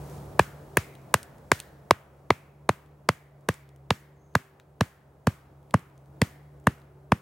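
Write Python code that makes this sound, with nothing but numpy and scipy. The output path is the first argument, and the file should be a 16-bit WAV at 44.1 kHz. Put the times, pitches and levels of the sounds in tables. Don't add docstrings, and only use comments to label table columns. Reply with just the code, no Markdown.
import sys
import numpy as np
from scipy import signal
from scipy.fft import rfft, irfft, next_fast_len
from scipy.io import wavfile
from scipy.ndimage import uniform_filter1d

SR = 44100
rng = np.random.default_rng(int(sys.argv[2]) if len(sys.argv) > 2 else 0)


def to_linear_factor(level_db):
    exponent = np.asarray(level_db, float) / 20
    return 10 ** exponent


def dump_mix(stems):
    frames = np.atleast_2d(stems).T
    limited = np.clip(frames, -1, 1)
    pcm = np.round(limited * 32767).astype(np.int16)
    wavfile.write(sys.argv[1], SR, pcm)


N = 317961


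def evened(x):
    return x / np.sqrt(np.mean(x ** 2) + 1e-20)


def read(points, hz):
    f, value = np.transpose(points)
    return np.interp(np.log(hz + 1), np.log(f + 1), value)


def along(rows):
    s, *columns = np.transpose(rows)
    return [np.interp(np.arange(N) / SR, s, c, right=-140, left=-140) for c in columns]


def add(mix, s, sound):
    part = mix[:, round(s * SR):][:, :sound.shape[-1]]
    part += sound[..., :part.shape[1]]


def slow(size):
    once = uniform_filter1d(rng.standard_normal(N), size)
    return evened(uniform_filter1d(once, size))


def resonate(x, hz, width_hz):
    turn = np.exp(2j * np.pi * np.cumsum(hz * np.ones(len(x))) / SR)
    r = np.exp(-np.pi * width_hz / SR)
    return 2 * (turn * signal.lfilter([1 - r], [1, -r], x / turn)).real


def resonate_twice(x, hz, width_hz):
    return resonate(resonate(x, hz, width_hz), hz, width_hz)


# (frequency [Hz], likeness [0-1])
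LIKENESS = [(60, 1.0), (180, 0.91), (550, 0.57), (1650, 0.26), (4970, 0.22), (15000, 1)]
# (frequency [Hz], T60 [s])
NEAR_TRUNK_T60 = [(200, 0.37), (700, 0.085), (2000, 0.16), (5000, 0.16), (15000, 0.52)]
# (frequency [Hz], T60 [s])
FAR_TRUNK_T60 = [(200, .7), (700, 0.88), (2000, 0.82), (5000, .7), (15000, 0.25)]


def noise(colour, count, size, like=0.57, far_db=None):
    top_hz = 15950
    hop = size // 4
    frames, hz = count // hop + 5, np.fft.rfftfreq(size, 1 / SR)
    a, b, c, d = rng.standard_normal((frames, len(hz), 4)).T
    shared, own = a + 1j * b, c + 1j * d
    same = np.clip(read(LIKENESS, hz)[:, None] ** like, 0, 1)
    z = np.array([shared, same * shared + np.sqrt(1 - same ** 2) * own])
    z *= evened(to_linear_factor(read(colour, hz)) * (hz < top_hz))[:, None] / np.sqrt(size / 3)
    if far_db:
        fall_db = -60 * np.arange(frames) * hop / SR
        near = to_linear_factor(fall_db / read(NEAR_TRUNK_T60, hz)[:, None])
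        far = to_linear_factor(far_db + fall_db / read(FAR_TRUNK_T60, hz)[:, None])
        z *= near + far
    return signal.istft(z, nperseg=size, noverlap=size - hop)[1][:, :count]


# (time [s], gain [dB])
GAIN = [(0, 2.5), (.4, 0), (.8, -2), (1.2, -6.5), (1.6, -7), (2, -12), (2.6, -15), (3.4, -16.5), (4.5, -18),
        (5.3, -16), (6.3, -12), (7.21, -17.5)]
# (frequency [Hz], level [dB])
AIR = [(25, -30.5), (45, -3.5), (70, 3), (110, 0), (200, -3.5), (265, -7.5), (380, -5), (600, -5),
       (900, -10.5), (1300, -17.5), (1900, -26.5), (3000, -33.5), (5000, -40.5)]


def air(gain_db):
    level_db = -46 + 0.74 * gain_db + 0.8 * slow(size=3000)
    return to_linear_factor(level_db) * evened(noise(AIR, count=N, size=2048))


# (frequency [Hz], level [dB])
HISS = [(1500, -2.5), (3000, -5), (6000, -3), (10000, -5.5), (14000, -7.5), (16300, -16.5)]


def hiss(gain_db):
    return to_linear_factor(gain_db - 65.5) * evened(noise(HISS, count=N, size=512))


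def sleeve():
    peak_s, peak_db, rise_db_per_s, fall_db_per_s = 0.15, -58.5, 40, 100
    off = np.arange(SR // 2) / SR - peak_s
    level_db = peak_db + np.minimum(rise_db_per_s * off, -fall_db_per_s * off)
    return to_linear_factor(level_db) * evened(noise(HISS, count=SR // 2, size=256, like=0.7))


# (time [s], level [dB], upper overtone
# [dB])
ENGINE = [(0, -45.5, -2.5), (.55, -47.5, -4), (.8, -50, 8.5), (1.05, -50.5, -0.5), (1.35, -56.5, 2.5),
          (1.75, -53, -1), (2.0, -57, -0.5), (2.55, -51.5, -6), (2.8, -52, 2.5), (3.3, -53.5, -2),
          (3.75, -48, -4), (4.5, -57, 10.5), (5.2, -56.5, -1), (5.5, -51, -7), (6.2, -49.5, -6),
          (6.6, -48, 3), (7.21, -51.5, 6)]
# (frequency [Hz], level [dB])
DRONE = [
    (70.6, -2.5),
    (141.2, 3.5),
    (312, -13),
    (388, -10.5),
]


def engine(gain_db):
    engine_db, load_db = along(ENGINE)
    out = np.zeros(N)
    for hz, db in DRONE:
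        turns = np.cumsum(hz * (1 + 0.016 * slow(size=6000))) / SR
        level_db = engine_db + 0.28 * gain_db + db + load_db * (hz > 350) + slow(size=2500)
        out += to_linear_factor(level_db) * np.sin(2 * np.pi * turns)
    return out


def whine(gain_db):
    whine_hz, beat_hz = 15734, 13.5
    t = np.arange(N) / SR
    beat = 1 + 0.5 * np.sin(2 * np.pi * beat_hz * t)
    return to_linear_factor(gain_db - 73) * np.sin(2 * np.pi * whine_hz * t) * beat


def forest():
    gain_db, = along(GAIN)
    out = air(gain_db) + hiss(gain_db)
    add(out, 0, sleeve())
    return out + engine(gain_db) + whine(gain_db)


def tick(bright_db, dull_db, side):
    t60_s, scatter_t60_s, pan_db = 0.006, 0.1, 2
    t = np.arange(2000) / SR
    snap = rng.standard_normal(len(t)) * (to_linear_factor(-60 * t / t60_s) + 0.06 * to_linear_factor(-60 * t / scatter_t60_s))
    bright, dull = (resonate_twice(snap, hz, 0.95 * hz) for hz in (7600, 3300))
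    both = to_linear_factor(bright_db) * bright / abs(bright).max()
    both += to_linear_factor(dull_db + 2) * dull / abs(dull).max()
    return to_linear_factor(np.array([[0.5], [-0.5]]) * pan_db * side) * both


# (time [s], bright peak [dB], dull peak [dB])
TICKS = [(0.0981, -44, -76), (0.1794, -45, -63), (0.9394, -53.5, -61), (0.9524, -46, -48),
         (1.0159, -54, -75), (1.2304, -29, -43.5), (1.3829, -50, -73.5), (1.592, -44.5, -41),
         (1.6014, -23, -29.5), (2.8612, -61, -68.5), (3.4093, -59, -79.5), (3.5413, -37.5, -47.5),
         (3.691, -51, -55), (3.7615, -50, -62), (4.34, -60, -64.5), (4.3985, -56.5, -58), (4.599, -56, -43),
         (5.6294, -61, -77.5), (5.709, -43, -44.5), (5.7938, -47.5, -74.5), (5.8994, -64, -68),
         (5.9781, -51, -75), (6.059, -60, -72.5), (6.5999, -54.5, -82), (6.642, -56.5, -72),
         (6.72, -49.5, -64), (6.782, -59, -61), (6.8011, -58, -65), (6.8176, -59.5, -58)]


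def add_ticks(mix):
    for s, bright_db, dull_db in TICKS:
        add(mix, s, tick(bright_db, dull_db, side=rng.uniform(-1, 1)))


def knock(t, db, hz, cycles):
    return -to_linear_factor(db) * np.sin(2 * np.pi * hz * t) * np.exp(-(t * hz / cycles) ** 2)


def wood(t, knock_db, hz, head_db, ring_db):
    head_jitter, bright_jitter, ring_jitter = rng.uniform(-1, 1, 3)
    out = knock(t, knock_db, 0.79 * hz, cycles=0.49)
    out += knock(t + 0.0019, head_db + 5, 900 * (1 + 0.1 * head_jitter), cycles=0.2)
    out += knock(t + 0.001, head_db - 6.5, 1700 * (1 + 0.51 * bright_jitter), cycles=1.0)
    spread = 1 + 0.07 * ring_jitter
    late = np.maximum(t - 0.0009, 0)
    for mode_hz, mode_db, t60_s in ((1080, -8, 0.016), (1890, -4, 0.014), (606, -6.5, 0.0073),
                                    (2613, -4.5, 0.012)):
        out += to_linear_factor(ring_db + mode_db - 60 * late / t60_s) * np.sin(2 * np.pi * mode_hz * spread * late)
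    return out


def thump(t, thump_db, slowness):
    ms = np.maximum(t, 0) * 1000 / slowness
    swell = (1 - np.exp(-(ms / 2.2) ** 2)) * np.exp(-(ms / 11.5) ** 1.42) * 1.45
    phase = 2 * np.pi * (np.sqrt(ms) - 2.78) / 1.15
    out = to_linear_factor(thump_db) * swell * (np.cos(phase) + 0.2 * np.cos(2 * phase))
    out += knock(t - 0.009, thump_db - 8.5, 92, cycles=0.97)
    rumble = evened(resonate_twice(rng.standard_normal(len(t)), 150, 160))
    out += to_linear_factor(thump_db - 21.5 - 60 * t / 0.16) * rumble * np.clip(t / 0.0053, 0, 1) ** 2
    return out


def bend(low_db, bright_db, bright_hz):
    t = np.arange(600) / SR
    low = knock(t - 0.0035, low_db, 389, cycles=0.94)
    return knock(t - 0.003, bright_db, bright_hz, cycles=3.0) - low


# (frequency [Hz], level [dB per Hz])
CRACK_COLOUR = [(1200, -15), (2500, -4), (4000, -3), (6000, -7.5), (9500, -7.5), (12500, -12.5),
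                (15000, -19.5), (16500, -25.5)]
# (frequency [Hz], level [dB])
MIDDLE_TAIL = [(150, -32), (300, -11.5), (600, -0.5), (1200, 0.5), (2200, -4), (3200, -12.5), (5000, -40.5)]
# (frequency [Hz], level [dB])
TREBLE_TAIL = [(1500, -30.5), (3000, 3.5), (5000, 1), (8000, -5), (12000, -11.5), (16000, -11)]


def crack(crack_db, treble_db, middle_db, tilt_db):
    t = np.arange(22000) / SR
    colour = [(hz, db + tilt_db * np.log2(hz)) for hz, db in CRACK_COLOUR]
    fibres = noise(colour, count=2000, size=128, like=0.04)
    u = t[:fibres.shape[1]]
    crush = np.exp(-(u / 0.0019) ** 2) + 0.2 * to_linear_factor(-60 * u / 0.03)
    out = to_linear_factor(treble_db + 6) * noise(TREBLE_TAIL, count=len(t), size=256, like=0.56, far_db=-15.5)
    out += to_linear_factor(middle_db) * noise(MIDDLE_TAIL, count=len(t), size=256, like=0.7, far_db=-14.5)
    out *= np.minimum(t / 0.0013, 1)
    add(out, 0, to_linear_factor(crack_db + 2) * fibres * np.minimum(u / 0.0004, 1) * crush)
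    return out


def echo(hz, db):
    t = np.arange(20000) / SR
    band = [(0.7 * hz, -30), (0.88 * hz, -3), (1.12 * hz, -3), (1.4 * hz, -30)]
    tail = noise(band, count=len(t), size=256, like=0.49, far_db=-3.5)
    return to_linear_factor(db) * tail * (1 - np.exp(-(t / 0.028) ** 2))


# (time [s], slowness [ratio], thump [dB], ring [dB], low bend [dB])
SOIL = [(.4, 1.3, -16, -6, -12.5), (1.1, 1.05, -22, -15.5, -16), (1.9, 1.09, -23, -20.5, -8),
        (3.0, 0.95, -19, -17, -12), (4.4, 0.97, -16.5, -24, -16), (5.3, 0.97, -11.5, -23.5, -16.5),
        (7.2, 0.87, -11.5, -17.5, -10.5)]


def add_blow(mix, s, knock_db, hz, head_db, bright_hz, crack_db, tilt_db, treble_db, bright_db, echo_hz):
    when, *depth = np.transpose(SOIL)
    slowness, thump_db, ring_db, low_db = (np.interp(s, when, c) for c in depth)
    sunk_db = 0.29 * np.interp(s, *np.transpose(GAIN))
    crack_s = s - 0.0024
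    t = np.arange(-200, 6600) / SR
    add(mix, s - 200 / SR, wood(t, knock_db, hz, head_db, ring_db) + thump(t, thump_db, slowness))
    add(mix, s - 0.003153, bend(low_db, bright_db, bright_hz))
    add(mix, crack_s, crack(crack_db, treble_db, sunk_db - 35.5, tilt_db))
    add(mix, crack_s, echo(echo_hz, sunk_db - 20.5 + 0.55 * treble_db))


# (time [s], knock peak [dB], knock [Hz], head knock [dB], bright bend [Hz])
BLOWS = [(0.3956, 2, 1140, -8.5, 1658), (0.7728, -7, 1550, -5.5, 1650), (1.143, 0.5, 1436, -8.5, 1594),
         (1.5192, -1, 1390, -5.5, 1633), (1.9111, 4, 1200, 0, 1618), (2.307, -1, 1150, -6.5, 2097),
         (2.6934, -0.5, 1160, -10, 1930), (3.0912, -0.5, 1290, -12, 1980), (3.49, -9, 1380, -13.5, 1630),
         (3.908, -4.5, 1220, -21.5, 1710), (4.3546, -1.5, 1460, -12.5, 1623),
         (4.811, -7.5, 1167, -16.5, 1650), (5.2723, -7.5, 1220, -21, 1640), (5.743, -1.5, 1310, -9, 1890),
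         (6.219, -13, 1250, -13, 1937), (6.6722, 0, 1530, -8.5, 1735), (7.1221, -2, 1236, -9.5, 2190)]
# (crack [dB], tilt [dB per octave], splinter tail [dB], bright bend [dB], echo [Hz])
CONTACT = [(-22, 1, -48, -15, 1500), (-18, 7.5, -48, -13.5, 2220), (-12, 1, -51, -20, 1600),
           (-14, -3, -46.5, -15.5, 1700), (-17, -2, -58.5, -23, 1320), (-16.5, -8, -56.5, -9.5, 2270),
           (-21.5, -4.5, -57, -15.5, 1120), (-15.5, -4.5, -55.5, -14, 2000), (-24, 1, -53.5, -20, 2030),
           (-14, -8.5, -53.5, -17.5, 1850), (-22, -0.5, -56, -13.5, 1600), (-21, -4.5, -54.5, -19, 1650),
           (-21.5, -3, -54.5, -22.5, 1300), (-26, -1.5, -59, -35.5, 1140), (-21, -0.5, -51, -14, 1940),
           (-24.5, 0.5, -57, -13.5, 1400), (-23.5, -4.5, -58.5, -28, 1070)]


def add_blows(mix):
    for stroke, contact in zip(BLOWS, CONTACT):
        add_blow(mix, *stroke, *contact)


def ducking():
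    since = np.arange(N) / SR - np.transpose(BLOWS)[0][:, None]
    return -5.0 * np.where(since > 0, np.exp(-abs(since) / 0.19), 0).max(0)


# (frequency [Hz], difference [dB])
PORT_DB = [(60, -0.1), (170, -.3), (320, -0.9), (600, -.6), (1200, 1), (4000, .6), (8000, 0.5),
           (13000, -1.5)]
# (frequency [Hz], lead [rad])
PORT_LEAD = [(60, .01), (250, .08), (550, .19), (1200, 0.16), (2500, .15), (5000, 0.2), (9000, 0.76),
             (14000, 1)]


def ports(x):
    size = next_fast_len(N)
    hz = np.fft.rfftfreq(size, 1 / SR)
    half = to_linear_factor(read(PORT_DB, hz) / 2) * np.exp(0.5j * read(PORT_LEAD, hz))
    return irfft(rfft(x, size) * np.array([half, 1 / half]), size)[:, :N]


# (time [s], pitch [Hz], level [dB])
BIRD = [
    (4.13, 7400, -85),
    (4.16, 7300, -81),
    (4.19, 6730, -82),
    (4.23, 6580, -77.5),
    (4.26, 6850, -76),
    (4.30, 6850, -82.5),
    (4.345, 6870, -74),
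]


def bird():
    hz, db = along(BIRD)
    upper_breath, lower_breath = rng.standard_normal((N, 2)).T
    upper = evened(resonate_twice(upper_breath, abs(hz), 260))
    lower = evened(resonate_twice(lower_breath, 6300, 260))
    return to_linear_factor(db - 3) * (upper + 0.9 * lower * (np.arange(N) > 4.165 * SR))


def scene():
    near = np.zeros((2, N))
    add_blows(near)
    add_ticks(near)
    return ports(near) + forest() * to_linear_factor(ducking()) + bird()


def top_cut(x):
    return signal.sosfilt(signal.butter(12, 16830, fs=SR, output="sos"), x)


def record(dry):
    bass_hz, ceiling = 58, 0.97
    heard = signal.sosfilt(signal.butter(2, bass_hz, "high", fs=SR, output="sos"), dry)
    return top_cut(np.clip(heard, -ceiling, ceiling))


dry = scene()
out = record(dry)
dump_mix(out)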